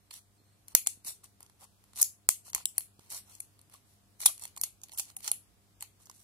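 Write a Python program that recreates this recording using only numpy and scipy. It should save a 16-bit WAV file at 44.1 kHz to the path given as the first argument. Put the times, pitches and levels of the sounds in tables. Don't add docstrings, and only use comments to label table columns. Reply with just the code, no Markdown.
import sys
import numpy as np
from scipy import signal
from scipy.fft import rfft, irfft, next_fast_len
from scipy.io import wavfile
from scipy.ndimage import uniform_filter1d, minimum_filter1d, map_coordinates

SR = 44100
rng = np.random.default_rng(int(sys.argv[2]) if len(sys.argv) > 2 else 0)


def inscribe(sig):
    pcm = np.round(np.clip(np.atleast_2d(sig).T, -1, 1) * 32767)
    wavfile.write(sys.argv[1], SR, pcm.astype(np.int16))


def gain_from_db(level_db):
    decades = np.asarray(level_db, float) / 20
    return 10 ** decades


N = 275095


def unit(x):
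    return x / np.sqrt(np.mean(x ** 2) + 1e-30)


def along(points, hz):
    f, v = np.transpose(points)
    return np.interp(np.log(hz + 1), np.log(f + 1), v)


def over_time(points):
    return np.interp(np.arange(N) / SR, *np.transpose(points))


def wobble(rate):
    knots = rng.standard_normal(int(N * rate / SR) + 4)
    return map_coordinates(knots, [np.arange(N) * rate / SR])


def filtered(x, response):
    m = next_fast_len(x.shape[-1] + 768)
    return irfft(rfft(x, m) * response(np.fft.rfftfreq(m, 1 / SR)), m)[..., :x.shape[-1]]


def modes(table):
    def response(f):
        total = 0
        for k, (centre, width, db) in enumerate(table):
            damping = 1j * f * width
            total = total + (-1) ** k * gain_from_db(db) * damping / (centre ** 2 - f ** 2 + damping)
        return total
    return response


def ports(size, shared):
    common, left, right = rng.standard_normal((3, size))
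    shared = np.clip(shared, 0, 1)
    return np.sqrt(shared) * common + np.sqrt(1 - shared) * np.array([left, right])


# [t/s, peak level/dB, foil ring f/Hz, sheet flex level/dB, length/ms]
SNAPS = [(0.7494, 2.5, 11600, -16, 1.82), (0.8628, -30, 6000, -2.5, 2.3), (1.047, -33, 10000, -9.5, 3.8),
         (1.959, -37, 10270, -5, 0.39), (2.0178, -4, 10500, -33.5, 1.9), (2.0272, -2, 6700, -28, 1.5),
         (2.0418, -32.5, 10300, -5, 4.7), (2.2888, 4.5, 8670, -21.5, 1), (2.5321, -24.5, 5590, -6.5, 0.39),
         (2.5472, -11.5, 7800, -13.5, 2.2), (4.2144, -24, 10360, -19.5, 3.6), (4.2325, -35, 9680, 1.5, 2.9),
         (4.6345, -14, 9730, -12.5, 5), (4.8345, -30.5, 6860, -11.5, 4.5), (4.975, -25.5, 9600, -17, 1.5),
         (4.996, -17, 7660, -9.5, 2.04), (5.8237, -24, 8930, -8, 2.25), (6.097, -35.5, 5540, -8, 2.6)]
# [t/s, peak level/dB, foil ring f/Hz, sheet flex level/dB, length/ms]
CRUSHES = [
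    (0.1059, -39, 9800, 1.5, 2.8),
    (2.0132, -11, 10970, -26, 1.1),
    (4.2565, -4.5, 10400, -14.5, 2.7),
    (4.573, -30.5, 8560, -7.5, 1.9),
    (4.9835, -23.5, 12200, -19, 2),
    (5.2754, -20, 5550, -6, 1.54),
]
# [t/s, peak level/dB, foil ring f/Hz, sheet flex level/dB, length/ms]
PINGS = [
    (0.8709, -6.5, 8280, -16.5, 2.03),
    (2.655, -11.5, 8640, -30.5, 1.43),
    (2.78, -10, 10530, -22, 1.8),
    (3.402, -24.5, 9460, -16, 3.2),
    (4.613, -15.5, 12100, -22.5, 2.2),
    (5.1653, -26, 10080, -11.5, 3.1),
    (5.3149, -9, 10230, -14.5, 1.64),
]
# [t/s, peak level/dB, foil ring f/Hz, sheet flex level/dB]
TICKS = [(0.1372, -39, 12200, -8), (0.6819, -34, 10300, -13), (0.7206, -60, 10920, -21),
         (0.8853, -30, 8590, -25), (1.2414, -36, 8900, -40), (1.428, -38.5, 9650, -15),
         (2.3035, -22.5, 9500, -25), (2.3085, -24, 12500, -39), (2.806, -34, 10630, -5),
         (4.946, -38, 9100, -9), (5.053, -44.5, 6000, -9), (5.227, -49, 8000, -8),
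         (2.5004, -35.5, 11700, -14), (2.5531, -23, 7950, -11), (1.641, -41.5, 8820, -13),
         (3.102, -31, 6500, -13.5), (3.1228, -28, 10200, -17), (3.166, -35, 10000, -20),
         (1.0668, -29, 9800, -26), (1.0528, -37, 9700, -12), (1.9872, -31, 10500, -15),
         (1.965, -34, 7000, -12), (3.351, -35.5, 8600, -13), (3.6135, -45.5, 10200, -16.5),
         (4.2036, -28.5, 11770, -7.5), (4.378, -38.5, 9200, -9), (4.395, -36, 9600, -13.5),
         (4.4127, -38, 8890, -14), (4.4207, -30.5, 9300, -20), (4.426, -38, 9300, -21),
         (4.444, -35, 9000, -8), (2.6546, -18, 15200, -47), (4.884, -47, 9000, -2), (4.925, -38, 8500, -7),
         (4.955, -52, 9100, -11), (1.974, -32, 7050, -13), (4.4364, -28.5, 8800, -10),
         (4.4525, -27, 8560, -6.5), (4.477, -39, 9360, -11), (4.8153, -44, 6500, -12),
         (4.894, -45.5, 11900, 3), (4.918, -36.5, 10500, -6), (4.935, -33, 8200, -6.5),
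         (5.2046, -41.5, 10400, -3), (5.242, -45, 5590, 2), (5.8072, -29, 8460, -11.5),
         (6.0563, -45.5, 5730, -34), (6.062, -46, 5840, -30), (6.113, -45, 7920, -3)]
# [t/s, peak level/dB, foil ring f/Hz]
TAPS = [(1.405, -41, 11330), (1.4628, -50.5, 5880), (1.497, -47.5, 10520), (1.839, -48, 10250),
        (1.933, -44.5, 8800), (2.4798, -39.5, 7200), (2.5597, -27.5, 11900), (2.5793, -32, 9200),
        (2.9931, -44, 5050), (3.591, -47.5, 10230), (3.6972, -51, 11140), (3.7233, -49.5, 9530),
        (3.739, -41.5, 10750), (4.5635, -35, 8800), (5.1002, -42.5, 5660), (6.069, -47, 5930)]


def contacts():
    ring_db, ping_ring_db = 7.5, 17.5
    tick_ms = tap_ms = 1.9

    def domes(rows):
        return [(s, db, hz, ring_db, flex_db - 11.5, flex_db, ms) for s, db, hz, flex_db, ms in rows]

    pings = [(s, db, hz, ping_ring_db, flex_db - 14.5, flex_db, ms) for s, db, hz, flex_db, ms in PINGS]
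    ticks = [(s, db, hz, ring_db, flex_db - 13, flex_db, tick_ms) for s, db, hz, flex_db in TICKS]
    taps = [(s, db, hz, ring_db, -10.5, -5.5, tap_ms) for s, db, hz in TAPS]
    return domes(SNAPS) + pings + ticks + taps, domes(CRUSHES)


# [f/Hz, level/dB per Hz]
FOIL = [(2350, -23.5), (4000, -32.5), (4400, -11), (5070, -3.5), (6780, 4.5), (8390, 0.5), (9230, 0.5),
        (10900, 5), (15400, -4.5), (16500, -36)]
# [f/Hz, width/Hz, level/dB]
SHEET = [(1917, 900, -6), (2870, 2230, -3), (4080, 460, -1), (4318, 260, 2.5)]
# [f/Hz, width/Hz, level/dB]
DOME = [(735, 400, -3), (1050, 470, -2.5), (1460, 99, -8), (442, 700, -14.5)]


def sheet_flex(f):
    return modes(SHEET)(f) * np.clip(f / 1500, 0, 1) ** 2


def snaps(events, rise, lead):
    out = np.zeros((3, N + 1280))
    t, f = np.arange(1280) / SR, np.fft.rfftfreq(2048, 1 / SR)
    walls_ring_share = 0.72
    for s, db, ring_hz, ring_db, knock_db, flex_db, ms in events:
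        u = t / (max(ms, .3) / 1000)
        burst = (1 - np.exp(-u / rise)) ** 2 * np.exp(-u ** 1.042)
        ring = 1 + modes([(ring_hz, 3200 * gain_from_db(-.35 * ring_db), ring_db)])(f)
        less_ring = np.abs(ring) ** (1 - walls_ring_share)
        foil = gain_from_db(along(FOIL, f)) * np.clip(f / 3500, 0, 1) ** 3 * ring
        dents = rng.normal(0, 1.5, 24)
        colour = gain_from_db(np.interp(f, np.linspace(0, SR / 2, len(dents)), dents))
        parts = [(foil, 1.5, .6, 1, less_ring),
                 (sheet_flex(f), flex_db, .6, 1.5, 1),
                 (modes(DOME)(f), knock_db - 0.5, .95, 4.0, 1)]
        for shape, part_db, shared, brief, wall_loss in parts:
            gain = shape * colour
            near = filtered(burst ** brief * ports(len(t), shared), lambda f: gain)
            near *= gain_from_db(db + part_db) / np.abs(near).max()
            pulse = np.roll(irfft(gain / wall_loss), 64)[:len(t)]
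            pulse = unit(pulse) * np.sqrt(np.mean(near ** 2))
            start = round((s - lead * ms / 1000) * SR) + 25
            out[:, start:][:, :len(t)] += np.vstack([near, pulse])
    return out[:, :N]


# [t/s, length/s, scrape level/dB, plastic creak level/dB, sheet rustle level/dB]
SLIDES = [(.112, 0.1, -50.5, -68, -61), (.665, 0.097, -62, -73, -73), (1.228, 0.046, -57.5, -69, -67.5),
          (1.395, 0.096, -75, -74, -74), (2.435, 0.097, -53.5, -69, -67.5), (2.555, 0.1, -58, -65, -61),
          (2.98, 0.16, -68.5, -79, -75), (3.087, 0.14, -41, -60, -58.5), (4.184, 0.17, -40.5, -58.5, -57),
          (4.565, 0.16, -60, -67, -70), (5.985, 0.083, -65, -75, -79.5), (6.11, 0.19, -62, -90, -82.5)]
# [t/s, length/s, level/dB x 3]
CUTS = [
    (.858, 0.024, -40, -70, -58),
    (1.575, 0.086, -57, -63, -66),
    (1.94, 0.1, -37, -56, -56),
    (2.74, 0.059, -55.5, -67, -62),
    (4.895, 0.077, -52, -69, -68),
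    (4.965, 0.045, -34, -70, -69),
    (5.04, 0.09, -60, -71, -68),
    (5.205, .1, -42.5, -59, -52.5),
    (5.79, 0.056, -53.5, -66.5, -66),
]
# [t/s, length/s, level/dB x 3]
SWELLS = [
    (1.035, 0.12, -34.5, -58.5, -61),
    (3.22, 0.26, -55.5, -69, -68),
    (3.69, 0.13, -57.5, -69, -63.5),
    (3.82, 0.23, -67, -91.5, -85),
    (4.375, 0.13, -48, -61.5, -57),
]


def pressure():
    t, out = np.arange(N) / SR, np.zeros((3, N))
    for rows, build, ease in [(SLIDES, 0.2, 0.37), (CUTS, 0.48, 0.13), (SWELLS, 0.36, 0.63)]:
        for s, length, *layers_db in rows:
            u = (t - s) / length
            push = np.clip(np.minimum(u / build, (1 - u) / ease), 0, 1) ** 2
            out += gain_from_db(np.array(layers_db)[:, None]) * push
    return out


# [f/Hz, level/dB per Hz]
SCRAPE = [(880, -50.5), (1500, -22.5), (3520, -13.5), (4260, -7.5), (4950, -13.5), (5700, -3.5),
          (6300, -6.5), (10200, -1.5), (14800, -13), (15900, -20.5), (16500, -52.5)]


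def strokes():
    scrape_gain, creak_gain, rustle_gain = pressure()
    grit = gain_from_db(3.2 * wobble(1500) + 1.4 * wobble(400) + 1.1 * wobble(120))
    stick_slip = gain_from_db(4.7 * wobble(81))
    scrape = filtered(grit * ports(N, shared=0.076), lambda f: gain_from_db(along(SCRAPE, f)))
    creak = filtered(stick_slip * ports(N, shared=0.48), lambda f: modes(DOME)(f) * np.clip(f / 500, 0, 1))
    rustle = filtered(grit * ports(N, shared=0.13), sheet_flex)
    return scrape_gain * unit(scrape) + creak_gain * unit(creak) + rustle_gain * unit(rustle)


# [t/s, peak level/dB, f/Hz, t60/s]
DOME_RINGS = [(0.749, -26.5, 904, 0.015), (0.749, -22, 1500, 0.017), (0.749, -31.5, 547, 0.023),
              (0.871, -31, 1480, 0.006), (2.289, -21.5, 1580, 0.0085), (0.87, -39, 760, 0.021),
              (2.288, -22, 1230, 0.0059), (2.548, -38, 893, 0.026), (2.561, -38.5, 1045, 0.038),
              (2.58, -40, 797, 0.02), (2.779, -33.5, 1480, 0.0088), (3.746, -50.5, 1140, 0.039),
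              (4.258, -20, 1010, 0.013), (4.571, -34.5, 1050, 0.014), (4.834, -57, 803, 0.051),
              (4.994, -43, 815, 0.053), (5.168, -56, 770, 0.064), (5.24, -58, 690, 0.074),
              (5.275, -53, 857, 0.19), (5.314, -41.5, 710, 0.025), (5.825, -48.5, 820, 0.031),
              (6.097, -34.5, 1050, 0.012)]
# [t/s, peak level/dB, f/Hz, t60/s]
SHEET_RINGS = [(2.289, -29, 3500, 0.016), (2.5471, -48, 4270, 0.019), (2.6548, -15, 2970, 0.0056),
               (2.655, -13, 3780, 0.0028), (2.779, -33.5, 4380, 0.029), (3.403, -36, 2390, 0.011),
               (2.0275, -18, 10600, 0.006), (2.0135, -26, 6800, .01), (2.2895, -20, 4290, .01),
               (.7497, -15.5, 7700, .012), (4.261, -18, 9400, .015), (5.277, -26, 7600, 0.0057),
               (2.779, -31.5, 1930, 0.016), (5.824, -41, 2170, 0.012), (4.2593, -16.5, 3600, 0.026),
               (4.2605, -14, 3590, 0.0095), (4.273, -23, 3900, 0.015), (4.278, -24.5, 3300, 0.015),
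               (.7497, -22.5, 4300, .01), (4.259, -24, 2400, 0.014)]


def rings():
    out, t = np.zeros(N + 4096), np.arange(4096) / SR
    for s, db, hz, t60 in DOME_RINGS + SHEET_RINGS:
        swing = (1 - np.exp(-t / 0.00049)) * gain_from_db(db - 1.5 - 60 * t / max(t60, .004))
        phase = 2 * np.pi * hz * t * (1 - .4 * t) + rng.uniform(0, 2 * np.pi)
        out[round(s * SR) + 40:][:len(t)] += swing * np.sin(phase)
    return out[:N] * gain_from_db(2.2 * wobble(400))


# [t/s, peak level/dB, f/Hz]
THUMPS = [(0.402, -64, 298), (0.418, -61, 215), (1.09, -60, 400), (3.12, -62, 298), (2.555, -53.5, 45),
          (0.748, -44.5, 127), (0.873, -54.5, 256), (0.974, -59, 231), (1.055, -60, 185.5),
          (2.288, -49.5, 198), (2.289, -38, 423), (2.2901, -32.5, 657), (0.748, -52.5, 251.4),
          (2.547, -50.5, 324), (2.991, -54, 215), (4.258, -45, 364), (4.263, -49.5, 50.1),
          (4.301, -63.5, 45), (4.634, -55.5, 220)]


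def thumps():
    out, t = np.zeros(N + 4096), np.arange(4096) / SR
    for s, db, hz in THUMPS:
        out[round(s * SR):][:len(t)] += gain_from_db(db + 11.0 - 60 * t * hz / 1.7) * np.sin(2 * np.pi * hz * t)
    return out[:N]


# [f/Hz, left minus right level/dB]
SHADE = [(60, -8.5), (240, -14.5), (600, -10), (1200, -8), (2800, -8.5), (5000, -11), (9000, -2.5),
         (15000, -3)]
# [t/s, left minus right level/dB]
TURN = [(0, 3.5), (.68, 6), (.8, 5), (1.5, 5.5), (1.96, 4.5), (2.03, 7.5), (2.3, 5.5), (2.55, 5.5),
        (2.66, 4), (2.78, 6), (3.1, 4), (3.4, 7.5), (4.2, 4), (4.83, 3), (4.98, 3), (5.28, 2.5), (5.8, 3),
        (6.24, 3.5)]


def at_the_ports(strip):
    halves, delay_s = np.array([[.5], [-.5]]), np.array([[.00022], [0]])

    def path(f):
        lag = f * np.clip(f / 3000, .65, 1) * delay_s
        return gain_from_db(along(SHADE, f) * halves) * np.exp(-2j * np.pi * lag)

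    return filtered(strip, path) * gain_from_db(over_time(TURN) * halves)


# [f/Hz, level/dB]
WALLS = [(500, -3), (1500, 1.5), (3000, 0), (4400, 1), (5500, -4), (15000, -2.5)]
# [f/Hz, t60/s]
ROOM = [(300, .12), (900, 0.089), (2500, 0.22), (6000, 0.2), (10000, 0.22), (15000, 0.17)]


def room(pulses, steady):
    x = filtered(pulses, lambda f: gain_from_db(along(WALLS, f))) + steady
    out, step = np.zeros((2, N + SR)), SR // 7
    for a in range(0, N, step):
        hz, t, z = signal.stft(rng.standard_normal((2, SR // 4)), SR, nperseg=128)
        uneven = uniform_filter1d(rng.standard_normal(z.shape), size=4, axis=1)
        z *= gain_from_db(4.5 * uniform_filter1d(uneven, size=4, axis=2))
        decay = gain_from_db(-60 * t / along(ROOM, hz)[:, None])
        tail = signal.istft(z * decay, SR, nperseg=128)[1]
        tail *= np.clip(np.arange(tail.shape[1]) / SR / 0.017, 0, 1) ** 0.5
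        wet = signal.fftconvolve(x[None, a:a + step], tail / np.linalg.norm(tail[0]), axes=1)
        out[:, a:a + wet.shape[1]] += wet
    return out[:, :N] * gain_from_db([[1.25], [-1.25]])


# [t/s, level/dB]
CHIRP = [
    (0, -84),
    (.09, -86),
    (.12, -110),
    (.31, -110),
    (.34, -79),
    (.44, -79.5),
    (.49, -80),
    (.55, -80),
    (.58, -110),
]
# [t/s, level/dB]
TRAFFIC = [
    (.36, -100),
    (.43, -83),
    (.53, -82),
    (.62, -100),
]


def outdoors():
    def noise(table):
        return unit(filtered(ports(N, shared=0.87), lambda f: modes(table)(f) ** 2))

    insect = noise([(4200, 110, 0), (8400, 200, -2)])
    vehicle = noise([(925, 4900, 0)])
    return gain_from_db(over_time(CHIRP)) * insect + gain_from_db(over_time(TRAFFIC)) * vehicle


# [f/Hz, level/dB per Hz]
FLOOR = [(15, -40.5), (25, 6), (128, -6.5), (483, -17), (902, -19), (1090, -19), (1510, -22.5), (1980, -23),
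         (3060, -24), (4240, -23), (6550, -24.5), (7920, -22.5), (11600, -24), (15200, -29.5),
         (16500, -34.5)]
# [f/Hz, left-right likeness]
ALIKE = [(60, 0.19), (240, 0.54), (950, 0.068), (3770, 0), (15000, 0)]
# [f/Hz, level/dB rms]
HUM = [(100, -72.5), (200, -82), (300, -86.5), (400, -89), (700, -89.5)]


def background():
    def mid_side(f):
        angle = np.arccos(np.clip(along(ALIKE, f), -1, 1)) / 2
        return gain_from_db(along(FLOOR, f)) * [np.cos(angle), np.sin(angle)]

    mid, side = filtered(rng.standard_normal((2, N)), mid_side)
    air = gain_from_db(-66.5 + 0.54 * wobble(0.49) + 0.65 * wobble(6)) * unit(np.array([mid + side, mid - side]))
    t, hum = np.arange(N) / SR, np.zeros(N)
    for k, (hz, db) in enumerate(HUM):
        level = np.sqrt(2) * gain_from_db(db + 2.2 * wobble(9))
        hum += level * np.sin(2 * np.pi * hz * t + (.3 + .35 * k) * wobble(10) + k)
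    return air + hum * gain_from_db([[.4], [-.4]])


def scene():
    quick, slow = contacts()
    *near, pulses = snaps(quick, rise=0.0077, lead=0) + snaps(slow, rise=11.0, lead=0.27)
    scrape, ring = strokes(), rings()
    strip = at_the_ports(near + scrape + thumps() + ring)
    answer = gain_from_db(-10) * room(pulses, scrape[0] + 0.4 * ring)
    return strip + answer + background() + outdoors()


def patchwork(hz, t, rows, cols):
    draws = rng.random((len(hz) // rows + 1, len(t) // cols + 1))
    return np.kron(draws, np.ones((rows, cols)))[:len(hz), :len(t)]


# [from t/s, to t/s]
SPENT = [(.842, .861), (.878, .89), (2.512, 2.53), (2.535, 2.545), (2.659, 2.682), (2.765, 2.777),
         (2.785, 2.797), (3.407, 3.42), (4.245, 4.254), (4.58, 4.611), (4.617, 4.633), (4.905, 4.97),
         (5.155, 5.162), (5.172, 5.186), (5.302, 5.311)]


def hidden_by_clicks(x, depth_db):
    hz, t, z = signal.stft(x, SR, nperseg=256)
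    power = uniform_filter1d(np.abs(z) ** 2, size=5, axis=1).mean(axis=0)
    treble = power[10:].mean(axis=0)
    click = np.roll(-minimum_filter1d(-treble, size=13), 1)
    patches = patchwork(hz, t, rows=5, cols=3)
    lost = (power < click * gain_from_db(2 * depth_db)) & (patches < .5) & (hz > 900)[:, None]
    spent = np.any([(t > a) & (t < b) for a, b in SPENT], axis=0)
    weak = (power < 2.5 * treble) & (patches < .55) & (hz > 1200)[:, None]
    above_top = hz[:, None] > 13800 + 2000 * patches[0] ** 2
    lost |= spent & (weak | above_top)
    return signal.istft(z * ~lost, SR, nperseg=256)[1][:, :N]


def thinned(x, loud_db):
    hz, t, z = signal.stft(x, SR, nperseg=512)
    power = uniform_filter1d(np.abs(z) ** 2, size=9, axis=1)
    total = power[:, 20:].mean(axis=(0, 1))
    skipped = (patchwork(hz, t, rows=3, cols=11) < .09) & (total < gain_from_db(2 * loud_db))
    sudden = total > 30 * uniform_filter1d(minimum_filter1d(total, 5), 3)
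    very_loud = total > gain_from_db(2 * loud_db + 30)
    quiet_top_hz = 15900 - 900 * patchwork(hz, t, rows=512, cols=8)[0] ** 2
    edge_hz = np.where(sudden | very_loud, 16600, quiet_top_hz)
    kept = (~skipped | (hz < 1800)[:, None]) & (hz[:, None] < edge_hz)
    return signal.istft(z * kept, SR, nperseg=512)[1][:, :N]


def band_limit(x):
    return signal.sosfilt(signal.butter(12, 16990, fs=SR, output="sos"), x)


def record(dry):
    x = filtered(dry, lambda f: 1 / (1 + (45 / (f + 1)) ** 8))
    x = x / (1 + np.abs(x / .8) ** 6) ** (1 / 6)
    x = hidden_by_clicks(x, depth_db=-30.5)
    x = thinned(x, loud_db=-56.5)
    return band_limit(x)


dry = scene()
out = record(dry)
inscribe(out)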